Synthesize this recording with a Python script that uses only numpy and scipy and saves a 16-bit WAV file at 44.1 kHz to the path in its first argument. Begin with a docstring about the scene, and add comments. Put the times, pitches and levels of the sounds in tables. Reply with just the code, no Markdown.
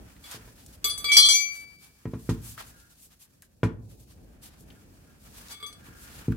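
"""A steel pry bar is laid down on a workshop floor, bounces, rolls and rings out; later it is picked up again.
The bar is a bank of sine modes shared out anew at each contact, with noise clicks on top.
A heavy cast casing is tipped and thuds down: damped modes, a push and a noise crack.
Overalls and gloves rustle as grainy noise, small things tick as resonant bursts, a rubbed metal ring is faint,
and filtered noise rumbles low in the workshop, all close to a two-microphone phone."""
import sys
import numpy as np
from scipy import signal
from scipy.fft import rfft, irfft
from scipy.io import wavfile
from scipy.ndimage import uniform_filter1d

SR = 44100
rng = np.random.default_rng(int(sys.argv[2]) if len(sys.argv) > 2 else 0)


def master_out(mix):
    """Clip the mix to full scale and print it as 16-bit PCM to the path in sys.argv[1]."""
    frames = np.transpose(np.atleast_2d(mix))
    ceiling = np.clip(frames, -1, 1)
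    pcm = np.round(ceiling * 32767).astype(np.int16)
    wavfile.write(sys.argv[1], SR, pcm)


def amplitude_ratio(level_db):
    """Convert a level in decibels to the matching linear amplitude (field) ratio."""
    exponent = np.asarray(level_db, float) / 20
    return 10 ** exponent


N = 280476
T = np.arange(N) / SR


def colour(points, shape=N):
    """Unit noise with a spectrum drawn through (Hz, dB) points."""
    hz, db = np.transpose(points)
    f = np.fft.rfftfreq(N, 1 / SR) + 1
    gain = amplitude_ratio(np.interp(np.log(f), np.log(hz), db, left=-90, right=-90))
    y = irfft(rfft(rng.standard_normal(shape)) * gain, N)
    return y / y.std()


def diffuse(points):
    """Two-channel noise, nearly alike in the bass and unrelated in the treble."""
    mid, side = colour(points, (2, N))
    alike_hz = 550  # below this both microphones hear much the same
    side = 0.12 * side + signal.lfilter(*signal.butter(1, alike_hz, "high", fs=SR), side)
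    return mid + side * np.array([[1], [-1]])


def walk(rate, count=1):
    """Random levels held 1 / rate s and slewed twice; spread near 1."""
    k = int(SR / rate)
    held = np.repeat(rng.standard_normal((count, N // k + 1)), k, axis=1)[:, :N]
    return 1.27 * uniform_filter1d(uniform_filter1d(held, k), k)


def curve(rows, column=1):
    """Gain over time from a table of (s, dB) breakpoints."""
    rows = np.array(rows)
    return amplitude_ratio(np.interp(T, rows[:, 0], rows[:, column]))


def swell(s, length):
    """Gain that rises from time s and falls again within length s, peaking before its middle."""
    skew = 0.77
    return np.sin(np.pi * np.clip((T - s) / length, 0, 1) ** skew) ** 2


def add(out, s, sound):
    """Mix a sound in from time s."""
    i = int(s * SR)
    out[..., i:i + sound.shape[-1]] += sound[..., :N - i]


def bar():
    """Steel bar modes: every contact shares the ring out anew over them, with a knock and a click."""
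    # bar modes, plus a faint tone at twice 2295 Hz (4590): f/Hz
    mode_hz = [431, 1174, 1217, 2207, 2295, 3205, 3410, 3811, 4170, 4590, 4670, 4685, 5775, 6110, 7120,
               7187, 7790, 8335, 9658, 10130, 11490, 11670, 12320, 13540, 13990, 14640, 15170]
    # the same modes: level/dB, t60 at damping factor 1/s, gain by place/dB, gain by roll/dB,
    # gain by point contact/dB, left minus right/dB, left leads/rad
    modes = [(-24, 0.25, -19, 14, 7, -1.9, -0.96), (-15, 0.86, -15, 10.5, 2.5, -3.9, 0.37),
             (-17, 0.52, -10, 10.5, -2, -2, -2.6), (-9.5, 0.63, -0.2, 8.5, -3, -3.5, -2),
             (-6.5, 0.75, 28, 11.5, -14, -3, 0.83), (-6.0, 0.2, 0.5, -9.5, -11, 7, -2.5),
             (-3, 0.56, -14, 1, -0.6, 3, -1.05), (-25, 0.44, -6, 19.5, 3.5, 9, -2.3),
             (-7, 0.45, -6.5, -13, -3.5, -7.5, -1), (-33.0, 0.91, 26, 11, -8, -0.5, 0.5),
             (1.5, 0.3, -3, -4, 4.3, 5, 2.1), (-23, 0.91, 26.5, 10.0, -10.5, -0.5, 2.1),
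             (-9.5, 0.15, -1, -15, -4, -0.6, 1.44), (-0.5, 0.3, 17.5, -4.5, 5.5, 9, 3),
             (-7.5, 0.14, 2, -6, 2.5, -0.5, -3.5), (-14, 0.39, 4.5, -5, -2, 9, 2),
             (-3.5, 0.24, -5, -4.5, 5.5, 1.5, 2), (-11, 0.56, -8, 1, -1, -5.5, 3.5),
             (-10, 0.44, -6, -3.6, 12.5, -3, -1.5), (-14, 0.3, -1.5, -6, 1.35, 4, -1),
             (-19.5, 0.55, 7.5, 11.5, 3, 0.5, -2.2), (-11, 0.47, -14, 1.5, 15.5, 1.5, -2.74),
             (-14, 0.33, -7.5, 11.5, 14, 6, 3), (-14, 0.28, 3.1, 10, 7.5, 2.5, 1),
             (-13.5, 0.33, -6.5, 8.5, 7, 7, -0.3), (-20, 0.41, -6, 9, 11, 6, 1.66),
             (-26, 0.55, 0, 11.5, 5, 4, -0.16)]
    # the bar strikes the floor or the casing: t/s, level/dB, place along the bar (within -1..1),
    # roll (about -1.2..1), point contact (about -1.1..0.7), damping factor
    bounces = [(0.24, -51, -0.34, 0.15, -0.41, 3.6), (0.8427, -29, -0.17, 0.032, 0.67, 1.46),
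               (0.897, -37.5, -0.17, -0.49, 0.53, 1.6), (0.9769, -42.5, -0.16, 0.14, 0.57, 1.36),
               (1.0426, -32.5, -0.38, 0.33, -0.58, 1.2), (1.1174, -24, 0.04, -0.12, -1.04, 0.35),
               (1.1678, -17, -0.23, -0.83, -0.084, 1.26), (1.287, -24, 0.24, -0.55, -0.03, 0.23),
               (5.53, -52, -0.4, 0.4, -0.46, 1.9), (5.602, -56.5, -0.6, 1, -0.78, 2.6),
               (5.627, -46.5, -0.94, 0.78, -0.99, 2.6), (5.664, -50.5, 0.14, -0.015, 0.43, 1.9),
               (5.727, -54, -0.074, -0.36, 0.28, 4.7)]
    # the bar rolls onto a new contact without a blow: t/s, level/dB, place (within -1..1),
    # roll (about -1.2..1), point contact (about -1.1..0.7), damping factor
    rolls = [(1.082, -30, 0.05, 0.41, -1, 1.0), (1.215, -26.5, -0.48, -1.18, -1.05, 1.2),
             (1.245, -16, -0.17, -0.71, -0.15, 2.27), (1.334, -27.5, 0.67, -0.24, 0.39, 0.67),
             (1.42, -40, 0.88, -0.14, 0.3, 1.01), (5.507, -40.5, -0.06, -0.23, 0.46, 0.97)]
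    bounce_rise_ms, roll_rise_ms = 0.43, 18  # how fast the new ring takes over
    click_db_by_point = 4  # a point contact clicks brighter than a flat one
    beam_hz, beam_power = 4900, 0.45  # higher modes beam more sharply, so they flutter more

    count = len(modes)
    hz = np.array(mode_hz)[:, None]
    mode_db, t60, *by_contact, pan_db, lead = np.array(modes).T[:, :, None]
    moving = np.zeros(N)
    ring = np.zeros((count, N))
    clicks = np.zeros((2, N))
    contacts = [(*row, bounce_rise_ms) for row in bounces] + [(*row, roll_rise_ms) for row in rolls]
    contacts = sorted(contacts)
    ends = [row[0] for row in contacts[1:]] + [N / SR]
    grit = rng.standard_normal((len(contacts), 2, 1200))
    burst_t = T[:1200]
    for (s, db, *contact, damping, rise_ms), end, noise in zip(contacts, ends, grit):
        a = int(s * SR)
        b = int(min(end + 0.2, s + 1.2) * SR)
        t = T[:min(b, N) - a]
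        now = slice(a, a + len(t))
        contact_db = sum(c * g for c, g in zip(contact, by_contact))
        new = amplitude_ratio(db + mode_db + contact_db - 60 * t * damping / t60)
        share = 1 - np.exp(-t / (rise_ms / 1000))
        ring[:, now] = share * new + (1 - share) * ring[:, now]
        # a sharp contact sets the bar rocking; it settles soon after
        moving[now] = 0.31 + np.exp(-rise_ms / 25 - t / 0.14)
        knock = signal.lfilter(*signal.butter(1, [200, 1100], "band", fs=SR), noise[0] + 0.19 * noise)
        add(clicks, s, amplitude_ratio(db - 4.5 - 0.8 * rise_ms - 60 * burst_t / 0.14) * knock)
        click = signal.lfilter(*signal.butter(1, [1500, 9000], "band", fs=SR), noise)
        click_db = db + 4.5 + click_db_by_point * contact[2] - 1.2 * rise_ms
        add(clicks, s, amplitude_ratio(click_db - 60 * burst_t / 0.02) * click)

    # the rolling bar turns its loud directions past the two microphones
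    moving = uniform_filter1d(moving, 400) * (hz / beam_hz) ** beam_power
    phase = 2 * np.pi * (hz * T + rng.random((count, 1))) + 0.9 * moving * walk(35, count=count)
    turn = 0.44 * moving * walk(8, count=count)
    left_gain = amplitude_ratio(pan_db / 2 + 3.2 * moving * walk(55, count=count))
    right_gain = amplitude_ratio(-pan_db / 2 + 3.3 * moving * walk(55, count=count))
    left = left_gain * np.sin(phase + lead / 2 + turn)
    right = right_gain * np.sin(phase - lead / 2 - turn)
    return np.array([(ring * left).sum(0), (ring * right).sum(0)]) + clicks


def casing():
    """A push rings the casing; it rocks freely for a moment, then the floor damps it; the contact cracks."""
    # casing on the floor: f/Hz, relative level/dB, t60 at damping factor 1/s
    modes_on_floor = [(61.76, 9.5, 0.88), (101.06, 5.5, 0.22), (113.6, 11.5, .3), (131.5, 4, 0.22),
                      (160, 0.5, 0.17), (217.5, 0.5, 0.18), (252.8, -3, 0.23), (329.3, -5, 0.34),
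                      (437.2, -7.5, 0.096), (525, -24, .2), (887, -7, .15), (991, -3, 0.23),
                      (1394, -9.5, 0.12), (1422, -10, 0.11), (1872, -9, 0.18), (2193, -10.5, .15),
                      (2410, -9.5, 0.14)]
    # thuds: t/s, body peak/dB, crack against body/dB, grit against body/dB, damping factor
    thuds = [(0.345, -36.5, -10.5, -3.5, 3.4), (0.377, -41.5, -22, -15, 3.3), (0.477, -44, -12, -12, 4),
             (2.055, -23, -21.5, -52, 3.2), (2.135, -23.5, -20.5, -31.5, 3.2),
             (2.291, -14.5, -23, -19, 2.7), (3.632, -11, -15.5, -27, 4.4), (3.709, -34, -41, -36, 1.8),
             (5.885, -42.5, -25.5, -21.5, 3.4), (6.282, -15, -36, -44.5, 2.5)]
    rock_s = 0.031  # the casing rings freely this long before the floor damps it
    push_ms, push_ms_per_db = 1.2, 0.0564  # a softer contact cracks less and pushes longer
    # the weight comes down over the first moments, so the ring starts this much weaker
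    settle_share, settle_s = 0.33, 0.008

    out = np.zeros((2, N))
    t = T[:SR // 2]
    hz, mode_db, t60 = np.array(modes_on_floor).T[:, :, None]
    thin = hz > 700  # wall modes answer the crack, not the soft push
    crack_band = signal.butter(2, [450, 1600], "band", fs=SR, output="sos")
    grit_band = signal.butter(1, [1800, 7000], "band", fs=SR, output="sos")
    noises = rng.standard_normal((len(thuds), 2, 2, len(t)))
    spreads = rng.standard_normal((len(thuds), 2, len(modes_on_floor), 1))
    for (s, db, crack_db, grit_db, damping), (crack, grit), spread in zip(thuds, noises, spreads):
        loaded = 0.11 * t + damping * np.maximum(t - rock_s, 0)  # seconds of decay so far
        phase = 2 * np.pi * hz * t + 0.29 * spread[0] + 0.1 * spread
        modes = amplitude_ratio(mode_db - 60 * loaded / t60) * np.cos(phase)
        push = -np.diff(np.hanning(int((push_ms - push_ms_per_db * crack_db) * SR / 1000)))
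        settling = 1 - settle_share * np.exp(-t / settle_s)
        body = signal.lfilter(push, 1, (modes * ~thin).sum(1) * settling)
        wall_gain = amplitude_ratio(crack_db - 5.5 - 60 * t / 0.16) * (1 - np.exp(-t / 0.001))
        walls = wall_gain * (modes * thin).sum(1)
        crack = signal.sosfilt(crack_band, crack[0] + 0.37 * crack)
        grit = signal.sosfilt(grit_band, grit)
        crack_decay = amplitude_ratio(-60 * t / 0.0355) + 0.305 * amplitude_ratio(-60 * t / 0.18)
        contact = amplitude_ratio(crack_db + 10) * crack_decay * crack
        contact += amplitude_ratio(grit_db + 3.5 - 60 * t / 0.12) * (1 - np.exp(-t / 0.0042)) * grit
        add(out, s, amplitude_ratio(db) * (body / abs(body).max() + walls + contact))
    return out


def ticks():
    """Short noise bursts around one resonance each; low knocks ring narrower than high ticks."""
    # small ticks and knocks: t/s, nominal peak/dB, centre f/Hz, t60/s, left minus right/dB
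    touches = [(0.165, -48.5, 1890, 0.034, -3), (0.313, -35.5, 7960, 0.034, -2),
               (0.6623, -42.5, 7670, 0.039, -1), (2.3015, -32, 1050, 0.054, -0.5),
               (2.5775, -35, 1324, 0.038, 2), (2.606, -38, 1420, 0.028, 0.0),
               (2.7994, -50.5, 7190, 0.026, 4), (3.421, -44, 8900, 0.0435, -3.5),
               (3.4228, -50.5, 1573, 0.063, -1), (4.6068, -52.5, 9230, 0.036, -0.5),
               (4.7027, -48, 2996, 0.046, 4), (5.4841, -39, 5200, 0.021, -1.5),
               (6.321, -36.5, 1450, 0.045, 2)]
    out = np.zeros((2, N))
    t = T[:SR // 8]
    for (s, db, hz, t60, pan_db), noise in zip(touches, rng.standard_normal((len(touches), 2, len(t)))):
        q = 2.5 * (6000 / hz) ** 0.53
        burst = signal.lfilter(*signal.iirpeak(hz, q, fs=SR), noise[0] + 0.78 * noise)
        snap = 0.5 * amplitude_ratio(-60 * t / 0.012) * np.diff(noise, prepend=0)  # the first touch is bright
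        pan = np.array([[pan_db], [-pan_db]]) / 2
        add(out, s, amplitude_ratio(db - 3.0 - 60 * t / t60 + pan) * (burst / burst.std() + snap))
    return out


def rustle():
    """Cloth and glove hiss made of dense small grains, under single swishes of the same grain."""
    # steady hiss before graining: t/s, treble level/dB, middle level/dB
    hiss_levels = [(0.0, -67, -69.5), (0.4, -67, -65.5), (0.7, -63, -74.5), (0.9, -70, -65),
                   (1.55, -66.5, -67), (1.75, -68, -74), (2.11, -68, -71.5), (2.3, -65, -67.5),
                   (2.68, -63.5, -65.5), (2.95, -69.5, -77), (3.25, -71.5, -75.5), (3.45, -77.5, -84),
                   (3.79, -81.5, -88), (3.93, -66.5, -81), (4.3, -74, -75), (5.2, -68.5, -71.5),
                   (5.42, -55.5, -60.5), (5.72, -67.5, -67.5), (6.18, -58, -58.5), (6.36, -68, -63.5)]
    # treble spectrum: f/Hz, density/dB per Hz
    treble_colour = [(1470, -32.5), (2500, -4.5), (2970, -8), (4410, -1.5), (6500, -2), (11300, -3),
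                     (15200, -5), (16000, -6.5)]
    # middle spectrum: f/Hz, density/dB per Hz
    middle_colour = [(240, -15.5), (400, -10.5), (1040, -3.5), (1740, -2), (2090, -8), (2280, -5),
                     (3500, -11.5), (4550, -36), (7700, -120)]
    grain = amplitude_ratio(1.12 * walk(130) + 1.7 * walk(28))
    treble = curve(hiss_levels, column=1) * diffuse(treble_colour) * grain
    middle = curve(hiss_levels, column=2) * diffuse(middle_colour) * grain * amplitude_ratio(1.93 * walk(34))
    return treble + middle + swishes(grain)


def swishes(grain):
    """Cloth sliding: quick swell, uneven hiss, slower stop."""
    # single swishes before graining: t/s, length/s, treble level/dB, middle against the treble/dB
    slides = [(0.215, 0.16, -51, -5.5), (0.282, 0.117, -50.5, 1), (0.56, 0.13, -59.5, -6),
              (0.717, 0.07, -53.5, -9), (1.498, 0.18, -49.5, -19.5), (1.769, 0.17, -58.5, -10.5),
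              (2.172, 0.15, -55, -19), (2.402, 0.19, -46, -21), (2.569, 0.096, -49.5, 3.5),
              (2.641, 0.11, -54, -15), (2.743, 0.13, -59, -11), (2.89, 0.063, -61, -12),
              (2.96, 0.06, -59.5, -14.5), (2.988, 0.12, -52, -28), (3.096, 0.065, -62, -5.5),
              (3.182, 0.1, -54, -17.5), (3.42, 0.063, -63.5, -14.5), (3.882, 0.093, -58.5, -10.5),
              (3.974, 0.087, -61, -17.5), (4.056, 0.11, -60.5, -6.5), (4.41, 0.098, -48.5, -11),
              (4.459, 0.15, -66, 2.5), (4.581, 0.082, -61, -22), (5.171, 0.18, -61.5, -12),
              (5.298, 0.23, -56, -5), (5.482, 0.094, -45, -3.5), (5.822, 0.094, -60, -9),
              (5.985, 0.11, -51, -17.5), (6.064, 0.23, -52.5, -4)]
    presence_share = 0.44  # presence follows the middle by this share
    pan_db = 1  # the cloth is to the left
    gains = np.zeros((3, N))
    for s, length, treble_db, middle_db in slides:
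        a, b = int(s * SR), int((s + length) * SR)
        gain = np.zeros(N)
        gain[a:b] = amplitude_ratio(treble_db) * swell(s, length)[a:b]
        gains += gain * amplitude_ratio(np.array([[0], [presence_share * middle_db], [middle_db]]))
    hiss = 0
    # treble, presence and middle
    for gain, edges in zip(gains, ([6200, 14000], [2430, 5600], [650, 2020])):
        sos = signal.butter(2, edges, "band", fs=SR, output="sos")
        band = signal.sosfilt(sos, rng.standard_normal((2, N)))
        hiss = hiss + gain * band / band.std()
    return hiss * grain * amplitude_ratio(np.array([[pan_db], [-pan_db]]) / 2)


def rubbed_ring():
    """A faint metal ring kept alive by rubbing: noise through narrow resonances, in swells."""
    # rubs: t/s, length/s, level at the height of the swell/dB
    rubs = [(2.623, 0.39, -64), (4.739, 0.1, -66), (5.05, 0.15, -67), (5.3, 0.21, -74.5),
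            (5.657, 0.77, -59.5)]
    # resonances: f/Hz, width/Hz, relative gain/dB
    resonances = [(1420, 35, 0.5), (1618, 31, 0.5)]
    noise = rng.standard_normal((2, N))
    ring = sum(amplitude_ratio(db) * signal.lfilter(*signal.iirpeak(hz, hz / width, fs=SR), noise)
               for hz, width, db in resonances)
    gain = sum(amplitude_ratio(db) * swell(s, length) for s, length, db in rubs)
    return gain * ring / ring.std()


def rumble():
    """Workshop rumble and handling: low noise that heaves and flutters."""
    # level before the flutter: t/s, level/dB
    levels = [(0.0, -51), (0.12, -59), (1.11, -51), (1.4, -60), (2.05, -63.5), (2.15, -57), (2.58, -57),
              (3.24, -66), (3.6, -59.5), (3.9, -55), (4.59, -54), (5.45, -54.5), (6.3, -54), (6.36, -48)]
    # spectrum: f/Hz, density/dB per Hz
    spectrum = [(15, -42.5), (25, -14), (38, -1.5), (59, 3), (109, -4.5), (165, -5), (297, -9.5),
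                (377, -17.5), (438, -16), (798, -25), (900, -29.5), (1170, -44.5), (1980, -120)]
    return curve(levels) * diffuse(spectrum) * amplitude_ratio(2.1 * walk(13))


def room(dry, wet_db):
    """Dense decaying echoes, longer in the bass and wider in the treble."""
    # reverberation time: f/Hz, t60/s
    reverb = [(60, 0.95), (250, 0.46), (1000, 0.35), (4000, 0.25), (14000, 0.067)]
    t = T[:SR]
    hz, t60 = np.transpose(reverb)
    tail = 0
    for centre in 45 * 2. ** np.arange(8.4):
        sos = signal.butter(2, [centre / 1.41, centre * 1.41], "band", fs=SR, output="sos")
        mid, side = signal.sosfilt(sos, rng.standard_normal((2, SR)))
        decay = np.interp(np.log(centre), np.log(hz), t60)
        both = mid + min(0.16 + centre / 1400, 1) * side * np.array([[1], [-1]])
        tail = tail + both * amplitude_ratio(-60 * t / decay) * (1 - np.exp(-t / 0.0025))
    return dry + amplitude_ratio(wet_db) * signal.fftconvolve(dry, tail, axes=1)[:, :N]


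def scene():
    """Bar, casing and ticks sound in the room; cloth, rubbing and rumble are added without echoes."""
    return room(bar(), -35.0) + room(casing() + ticks(), -41) + rustle() + rubbed_ring() + rumble()


def roll_off(x):
    """The treble ends steeply here."""
    return signal.sosfilt(signal.butter(12, 16630, fs=SR, output="sos"), x)


def record(dry):
    """The phone thins the deepest bass, rounds the loudest peaks and cuts the top."""
    thin = signal.sosfilt(signal.butter(2, 40, "high", fs=SR, output="sos"), dry)
    rounded = 0.83 * np.tanh(thin / 0.79)
    cut = signal.sosfilt(signal.ellip(8, 0.2, 70, 15950, fs=SR, output="sos"), rounded)
    return roll_off(cut)


dry = scene()
out = record(dry)
master_out(out)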